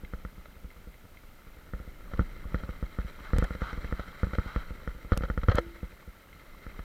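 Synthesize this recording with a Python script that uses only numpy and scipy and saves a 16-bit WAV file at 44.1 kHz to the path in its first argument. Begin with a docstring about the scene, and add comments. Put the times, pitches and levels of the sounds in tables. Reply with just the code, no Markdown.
"""Bumps on a gravel track knock the mount of a camera carried by a mountain biker: force pulses ring its modes.
Hard knocks bottom out with a thud and a boom; loose parts clatter as bursts of tiny contacts, plastic cracks.
Tyres crunch and scrunch as noise and grains through resonances; pebbles and flung stones ring briefly.
Underneath, shaped noise rumbles, the frame buzzes, and the electronics hiss and whine faintly."""
import sys
import numpy as np
from scipy import signal
from scipy.fft import rfft, irfft
from scipy.io import wavfile

SR = 44100
rng = np.random.default_rng(int(sys.argv[2]) if len(sys.argv) > 2 else 0)


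def pcm_store(signal):
    """Save signal as 16-bit PCM."""
    levels = np.round(np.clip(np.atleast_2d(signal), -1, 1) * 32767)
    wavfile.write(sys.argv[1], SR, levels.astype(np.int16).T)


N = 301633
TIME = np.arange(N) / SR

# bumps that knock the mount: start_s, strength_db, contact_ms (decay constant)
KNOCK_ROWS = [(0.035, -28.5, 0.25), (0.1357, -23.5, 0.073), (0.25, -25.5, 0.043), (0.3803, -34, 0.14),
              (0.6444, -30, .2), (0.764, -38, .17), (0.8723, -32, 0.32), (1.043, -41, 0.11),
              (1.4695, -37.5, .1), (1.7355, -22.5, 0.087), (1.8005, -29, 0.16), (1.8763, -29, 0.25),
              (2.1936, -10.5, 0.11), (2.2103, -17, 0.26), (2.454, -26.5, 0.28), (2.5446, -14.5, 0.072),
              (2.6354, -25, 0.059), (2.6915, -22.5, .12), (2.8267, -18, .18), (2.987, -17.5, .12),
              (3.0469, -23, 0.59), (3.3335, -12.5, 0.13), (3.3581, -17, 0.56), (3.3843, -12, 0.2),
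              (3.4244, -14.5, 0.077), (3.5073, -22, 0.069), (3.6188, -17, 0.086), (3.7296, -25, .03),
              (3.7763, -24, 0.15), (3.9251, -17, .056), (4.2322, -11.5, 0.13), (4.2693, -22.5, .16),
              (4.3848, -12, .1), (4.4604, -23.5, .2), (4.5613, -15, .072), (4.7066, -25.5, 0.21),
              (4.8756, -20.5, 0.049), (4.949, -34.5, .13), (5.0482, -31, 0.12), (5.1202, -9.5, 0.067),
              (5.1736, -19, 0.16), (5.2083, -20, 0.16), (5.3005, -16.5, .057), (5.3764, -16.5, 0.054),
              (5.4852, -7.5, 0.059), (5.547, -12.5, 0.47), (5.5848, -19.5, .03), (5.665, -30.5, 0.21),
              (5.8306, -21.5, 0.22), (6.077, -32.5, 0.19), (6.6659, -30, 0.066)]
# the mount springs back and hits its other stop: start_s, strength_db
REBOUND_ROWS = [(2.136, -24), (3.3636, -25), (3.439, -28), (3.5512, -25.5), (3.8449, -24), (3.9953, -23),
                (4.334, -22), (5.2355, -18.5), (5.4335, -21.5), (5.528, -32), (6.7922, -28)]
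THUD_CONTACT_MS = 0.72


def from_db(db):
    """Decibels to amplitude gain."""
    return 10 ** (np.asarray(db) / 20)


def rms_one(x):
    """Scale to unit rms."""
    return x / np.sqrt(np.mean(x ** 2) + 1e-20)


def butter(x, hz, kind, order=2):
    """Causal Butterworth low- or high-pass."""
    sos = signal.butter(order, min(hz, 0.45 * SR), kind, fs=SR, output="sos")
    return signal.sosfilt(sos, x + 1e-18)


def drift(per_s):
    """Random drift: straight lines between normal values, per_s of them a second."""
    knots = rng.standard_normal(4000)
    return np.interp(TIME * per_s, np.arange(len(knots)), knots)


def coloured_noise(spectrum):
    """Unit-rms noise; spectrum rows are pitch_hz, level_db, joined on a log-frequency axis."""
    hz, db = np.transpose(spectrum)
    bins_hz = np.maximum(np.arange(N // 2 + 1) * SR / N, 1)
    gain = from_db(np.interp(np.log(bins_hz), np.log(hz), db))
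    return rms_one(irfft(rfft(rng.standard_normal(N)) * gain, N))


def ring(force, hz, t60_s):
    """One mode: a unit click starts a sine that decays 60 dB in t60_s."""
    r = np.exp(-np.log(1000) / (t60_s * SR))
    w = 2 * np.pi * hz / SR
    return signal.lfilter([0, np.sin(w)], [1, -2 * r * np.cos(w), r * r], force + 1e-18)


def resonate(x, resonances):
    """Parallel resonances of alternating sign, scaled by their summed white-noise power."""
    out, power = 0, 0
    for k, (hz, width_hz, db) in enumerate(resonances):
        r, gain = np.exp(-np.pi * width_hz / SR), from_db(db)
        zeros = np.array([1, 0, -1]) * (1 - r * r) / 2
        poles = [1, -2 * r * np.cos(2 * np.pi * hz / SR), r * r]
        out = out + (-1) ** k * gain * signal.lfilter(zeros, poles, x + 1e-18)
        power += gain ** 2 * (1 - r * r) / 2
    return out / np.sqrt(power)


def pushes(rows):
    """Force pulses of (start_s, db, contact_ms): a longer contact gives a duller blow."""
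    force, n = np.zeros(N + SR), np.arange(SR // 50)
    for start_s, db, contact_ms in rows:
        pulse = (n + 1) * np.exp(-1000 * n / (contact_ms * SR))
        force[round(start_s * SR) + n] += from_db(db) * pulse / pulse.sum()
    return force[:N]


def grains(per_s, spread_db):
    """Random tiny impacts of unequal size and either sign, unit rms."""
    sizes = from_db(spread_db * np.minimum(rng.exponential(1, N), 4))
    signs = rng.choice([-1, 1], N)
    return rms_one(sizes * signs * (rng.random(N) < per_s / SR))


def mount(jiggle_db, vary_db, buzz_db):
    """Bumps push the mount one way, rebounds the other; small stones jiggle it; its modes ring."""
    # modes of mount and case: pitch_hz, level_db, t60_s, direction (+1 or -1)
    modes = [(43.5, 0.3, 0.093, 1), (64.9, 3, 0.032, -1), (183.9, -12.5, 0.072, -1), (265, -6, 0.013, -1),
             (484, -14, 0.041, -1), (880, -32, 0.071, -1), (1256, -4.5, 0.0086, -1), (1433, -6.5, 0.016, 1),
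             (1770, -12.5, 0.016, 1), (2000, -9.5, 0.0065, -1), (3116, -28.5, 0.03, -1),
             (5500, -26, 0.015, -1)]
    rebound_contact_ms = 0.05
    jiggle = butter(grains(per_s=24, spread_db=3.0), 1600, "low") * from_db(buzz_db + jiggle_db)
    knocks = pushes(KNOCK_ROWS + thuds())
    rebounds = pushes([(start_s, db, rebound_contact_ms) for start_s, db in REBOUND_ROWS])
    force = knocks - rebounds + jiggle
    out = 0
    for hz, db, t60_s, direction in modes:
        # each mode's level drifts, so blows share themselves differently among the modes
        gain = from_db(db + vary_db * drift(9))
        out = out + np.sign(direction) * gain * ring(force, hz, t60_s)
    return out


def overtravel():
    """What the hardest knocks have left when the mount's travel runs out: (start_s, db)."""
    travel_db = -13.5
    left_over = [(start_s, from_db(db) - from_db(travel_db)) for start_s, db, _ in KNOCK_ROWS]
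    return [(start_s, 20 * np.log10(rest)) for start_s, rest in left_over if rest > 0]


def thuds():
    """Overtravel returns a moment later as a dull push, the stronger the harder the knock."""
    delay_s, relative_db = 0.00828, 4.5
    return [(start_s + delay_s, db + relative_db, THUD_CONTACT_MS) for start_s, db in overtravel()]


def boom():
    """Bottomed out, the mount is stiffer: overtravel rings one low mode."""
    hz, level_db, t60_s = 104.5, 3, 0.069
    force = pushes([(start_s, db, THUD_CONTACT_MS) for start_s, db in overtravel()])
    return -from_db(level_db) * ring(force, hz, t60_s)


def metal():
    """One slam sets the modes of a metal part of the bike ringing."""
    # modes: pitch_hz, level_db, t60_s
    modes = [(338, -38.5, 0.66), (490, -21.5, 0.05), (970, -29, 0.014), (1670, -25, 0.017),
             (2030, -26.5, 0.023), (2160, -52, 0.25), (3075, -28, 0.029), (4250, -46, 0.058)]
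    slam_s, contact_ms = 5.5838, 0.039
    blow = pushes([(slam_s, 0, contact_ms)])
    return sum(from_db(db) * ring(blow, hz, t60_s) for hz, db, t60_s in modes)


def shaken(blows, delay_s, relative_db, length_ms):
    """Clatters that follow blows, in proportion to their strength."""
    return [(start_s + delay_s, db + relative_db, length_ms) for start_s, db, *_ in blows]


def clatter(rise_share, level_db):
    """Loose parts chatter: tiny contacts swell and die exponentially through resonances."""
    # further chatter, some alone and some just after blows or the slam:
    # peak_s, relative_db, length_ms (decay constant)
    further_rows = [(0.458, -45, 3.6), (2.115, -46.5, 5.3), (2.175, -41, 2.3), (2.601, -47.5, 14),
                    (2.643, -51, 6), (3.445, -35.5, 5.7), (4.352, -31.5, 2), (4.833, -43, 1.6),
                    (5.131, -39, 13), (5.167, -35.5, 2.2), (5.223, -33, 1), (5.253, -37, 3.7),
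                    (5.286, -44, 5), (5.498, -35, 8.7), (5.518, -27.5, 4.8), (5.549, -38, 5.4),
                    (5.574, -33, 12.3), (5.5847, -20, 1.8)]
    # resonances: pitch_hz, width_hz, relative_db
    body = [(539, 80, 8.5), (880, 410, -5.5), (1328, 176, 5.5), (1846, 500, -2.5), (2038, 190, -0.5),
            (3177, 190, -11), (4010, 330, -13.5), (6100, 310, -25), (6800, 940, -27.5)]
    after_knocks = shaken(KNOCK_ROWS, delay_s=0.012, relative_db=-31, length_ms=5.7)
    after_rebounds = shaken(REBOUND_ROWS, delay_s=0.0021, relative_db=-15.5, length_ms=3.9)
    swell, lag = np.zeros(N + SR), np.arange(-SR // 25, SR // 15)
    for peak_s, db, length_ms in further_rows + after_knocks + after_rebounds:
        age = 1000 * lag / SR / length_ms
        # the rise constant is rise_share of the decay constant
        swell[round(peak_s * SR) + lag] += from_db(db) * np.exp(-np.maximum(age, -age / rise_share))
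    contacts = swell[:N] * from_db(level_db) * grains(per_s=9000, spread_db=2.0)
    return butter(resonate(contacts, body), 6100, "low", order=4)


def cracks(peak_delay_s, body_db):
    """Hard plastic snaps: milliseconds of bright stick-slip noise plus a low-passed body."""
    # snaps: start_s, relative_db
    snap_rows = [(3.3837, -34.5), (3.441, -45), (5.1747, -32), (5.555, -37.5), (5.592, -47)]
    burst = np.zeros(N)
    for start_s, db in snap_rows:
        age = np.maximum(TIME - start_s, 0) / peak_delay_s
        burst += from_db(db) * age * np.exp(1 - age)
    snap = burst * rng.standard_normal(N)
    return butter(snap, 10200, "low") + from_db(body_db) * butter(snap, 640, "low", order=1)


def tyres(crunch_db, level_db, grain_db, flutter_db):
    """Gravel shifts under the tread: a smooth rush plus single stones, in uneven patches."""
    # resonances through which the tyres are heard: pitch_hz, width_hz, relative_db
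    body = [(210, 220, -4.5), (580, 203, -4), (879, 40, -3.5), (1323, 150, 2.5), (1760, 407, -4),
            (2094, 147, 2), (3160, 117, -10), (3943, 295, -11), (5840, 220, -20.5), (7160, 940, -28)]
    stones = rng.standard_normal(N) + from_db(grain_db) * grains(per_s=220, spread_db=3.0)
    return resonate(rms_one(stones), body) * from_db(crunch_db + level_db + flutter_db * drift(60))


def scrunches(spread_db):
    """Tyres slide through looser gravel: dense grains under bell-shaped swells, through resonances."""
    # slides: middle_s, level_db, sigma_s
    slide_rows = [(3.266, -45.5, 0.017), (3.46, -51, 0.021), (3.63, -46.5, 0.014), (3.686, -42, 0.049),
                  (4.01, -47.5, 0.033), (4.485, -44.5, 0.036), (4.59, -47.5, 0.042)]
    # resonances: pitch_hz, width_hz, relative_db
    body = [(734, 410, -9.5), (1306, 180, 1), (1534, 97, 1), (2020, 240, -9.5), (3160, 170, -13.5),
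            (3960, 250, -15.5), (6050, 3500, -35.5)]
    slide = 0
    for middle_s, db, sigma_s in slide_rows:
        slide = slide + from_db(db) * np.exp(-((TIME - middle_s) / sigma_s) ** 2 / 2)
    return slide * resonate(grains(per_s=3400, spread_db=spread_db), body)


def pebbles(crunch_db, level_db, t60_s):
    """Single stones pop from under the tread at twelve pitches, the case muffling higher ones."""
    pitches_hz = np.geomspace(1150, 4200, num=12)
    pops = 0
    for hz in pitches_hz:
        muffling = (pitches_hz[0] / hz) ** 1.5
        pops = pops + muffling * ring(grains(per_s=9, spread_db=2.6), hz, t60_s)
    return rms_one(pops) * from_db(crunch_db + level_db)


def pings(contact_ms):
    """Flung stones tap the bike's tubes, whose modes ring short and bright."""
    # stones: start_s, strength_db
    stone_rows = [(.049, -41), (.456, -47), (.704, -48), (0.9423, -48), (1.1715, -44.5), (1.537, -54),
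                  (2.258, -50), (4.3494, -39), (6.329, -45), (6.396, -48)]
    # tube modes: pitch_hz, level_db, t60_s
    modes = [(2100, 1, 0.03), (2650, -12, 0.022), (3154, -10.5, 0.024), (4030, -14.5, 0.016),
             (5500, -24, 0.0093)]
    taps = pushes([(start_s, db, contact_ms) for start_s, db in stone_rows])
    return sum((-1) ** k * from_db(db) * ring(taps, hz, t60_s) for k, (hz, db, t60_s) in enumerate(modes))


def rumble(rumble_db, level_db):
    """The whole rig shakes with the ground: noise strongest near 18 Hz."""
    # pitch_hz, relative_db
    spectrum = [(5, -33), (18, 12.0), (32, 5), (60, -8.0), (110, -12.0), (175, -13), (260, -17),
                (600, -25.0), (3000, -93)]
    return coloured_noise(spectrum) * from_db(rumble_db + level_db)


def buzz(buzz_db, level_db):
    """Rough ground hums through the hollow frame: grains through two middle resonances."""
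    hum = resonate(grains(per_s=900, spread_db=4), [(536, 115, 0), (607, 90, 0)])
    return from_db(buzz_db + level_db) * hum


def electronics(hiss_db, whine_db, duty):
    """Steady microphone hiss and a thin sine whine gated into rapid bursts."""
    # hiss spectrum: pitch_hz, relative_db
    hiss_spectrum = [(100, 20.5), (1000, 9.5), (1850, 1.5), (2120, 8), (2450, 6), (5000, -1.5),
                     (7500, -3.5), (10500, -4), (11450, 1), (12200, -5), (15500, -7.5)]
    whine_hz, bursts_per_s = 13750, 52.6
    bursts = butter(1.0 * (TIME * bursts_per_s % 1 < duty), 400, "low")
    whine = rms_one(bursts * np.sin(2 * np.pi * whine_hz * TIME))
    return from_db(hiss_db) * coloured_noise(hiss_spectrum) + from_db(whine_db) * whine


def scene():
    """All sources, dry; the ride is louder on fast and loose stretches."""
    # the ride: time_s, relative_crunch_db, relative_rumble_db
    ride_rows = [(0.0, -60.5, -48), (0.27, -62, -52), (1.29, -63.5, -56), (2.15, -57, -44),
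                 (2.34, -54, -45), (2.66, -54.5, -43), (3.05, -53.5, -52.5), (3.31, -50, -46.5),
                 (3.5, -50, -48), (3.87, -51, -41), (4.04, -51.5, -49), (4.25, -49.5, -53),
                 (4.38, -50.5, -45), (5.03, -56, -48), (5.41, -56.5, -43), (5.66, -56, -55),
                 (6.19, -59, -58), (6.84, -55, -47)]
    time_s, *columns = np.transpose(ride_rows)
    crunch_db, rumble_db = [np.interp(TIME, time_s, column) for column in columns]
    # buzz and jiggle follow 0.31 of the crunch's swing in dB
    buzz_db = -62 + 0.31 * (crunch_db - crunch_db.mean())
    blows = mount(jiggle_db=-14.5, vary_db=1.6, buzz_db=buzz_db) + boom() + metal()
    rattle = clatter(rise_share=0.93, level_db=2) + cracks(peak_delay_s=0.00082, body_db=12.5)
    gravel = tyres(crunch_db, level_db=0.6, grain_db=-5, flutter_db=2.23) + scrunches(spread_db=1.5)
    stones = pebbles(crunch_db, level_db=-8.0, t60_s=0.018) + pings(contact_ms=0.025)
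    shaking = rumble(rumble_db, level_db=1.5) + buzz(buzz_db, level_db=-4.5)
    background = electronics(hiss_db=-60.0, whine_db=-72.5, duty=0.66)
    return (blows + rattle + gravel + stones + shaking + background)[None]


def record(dry):
    """The deepest bass is reduced and the top of the treble is cut steeply."""
    cutoff_hz = 15900
    sound = butter(dry, 6, "high", order=1)
    # 0.1 dB ripple, 70 dB stopband
    return signal.sosfilt(signal.ellip(10, 0.1, 70, cutoff_hz, fs=SR, output="sos"), sound)


dry = scene()
out = record(dry)
pcm_store(out)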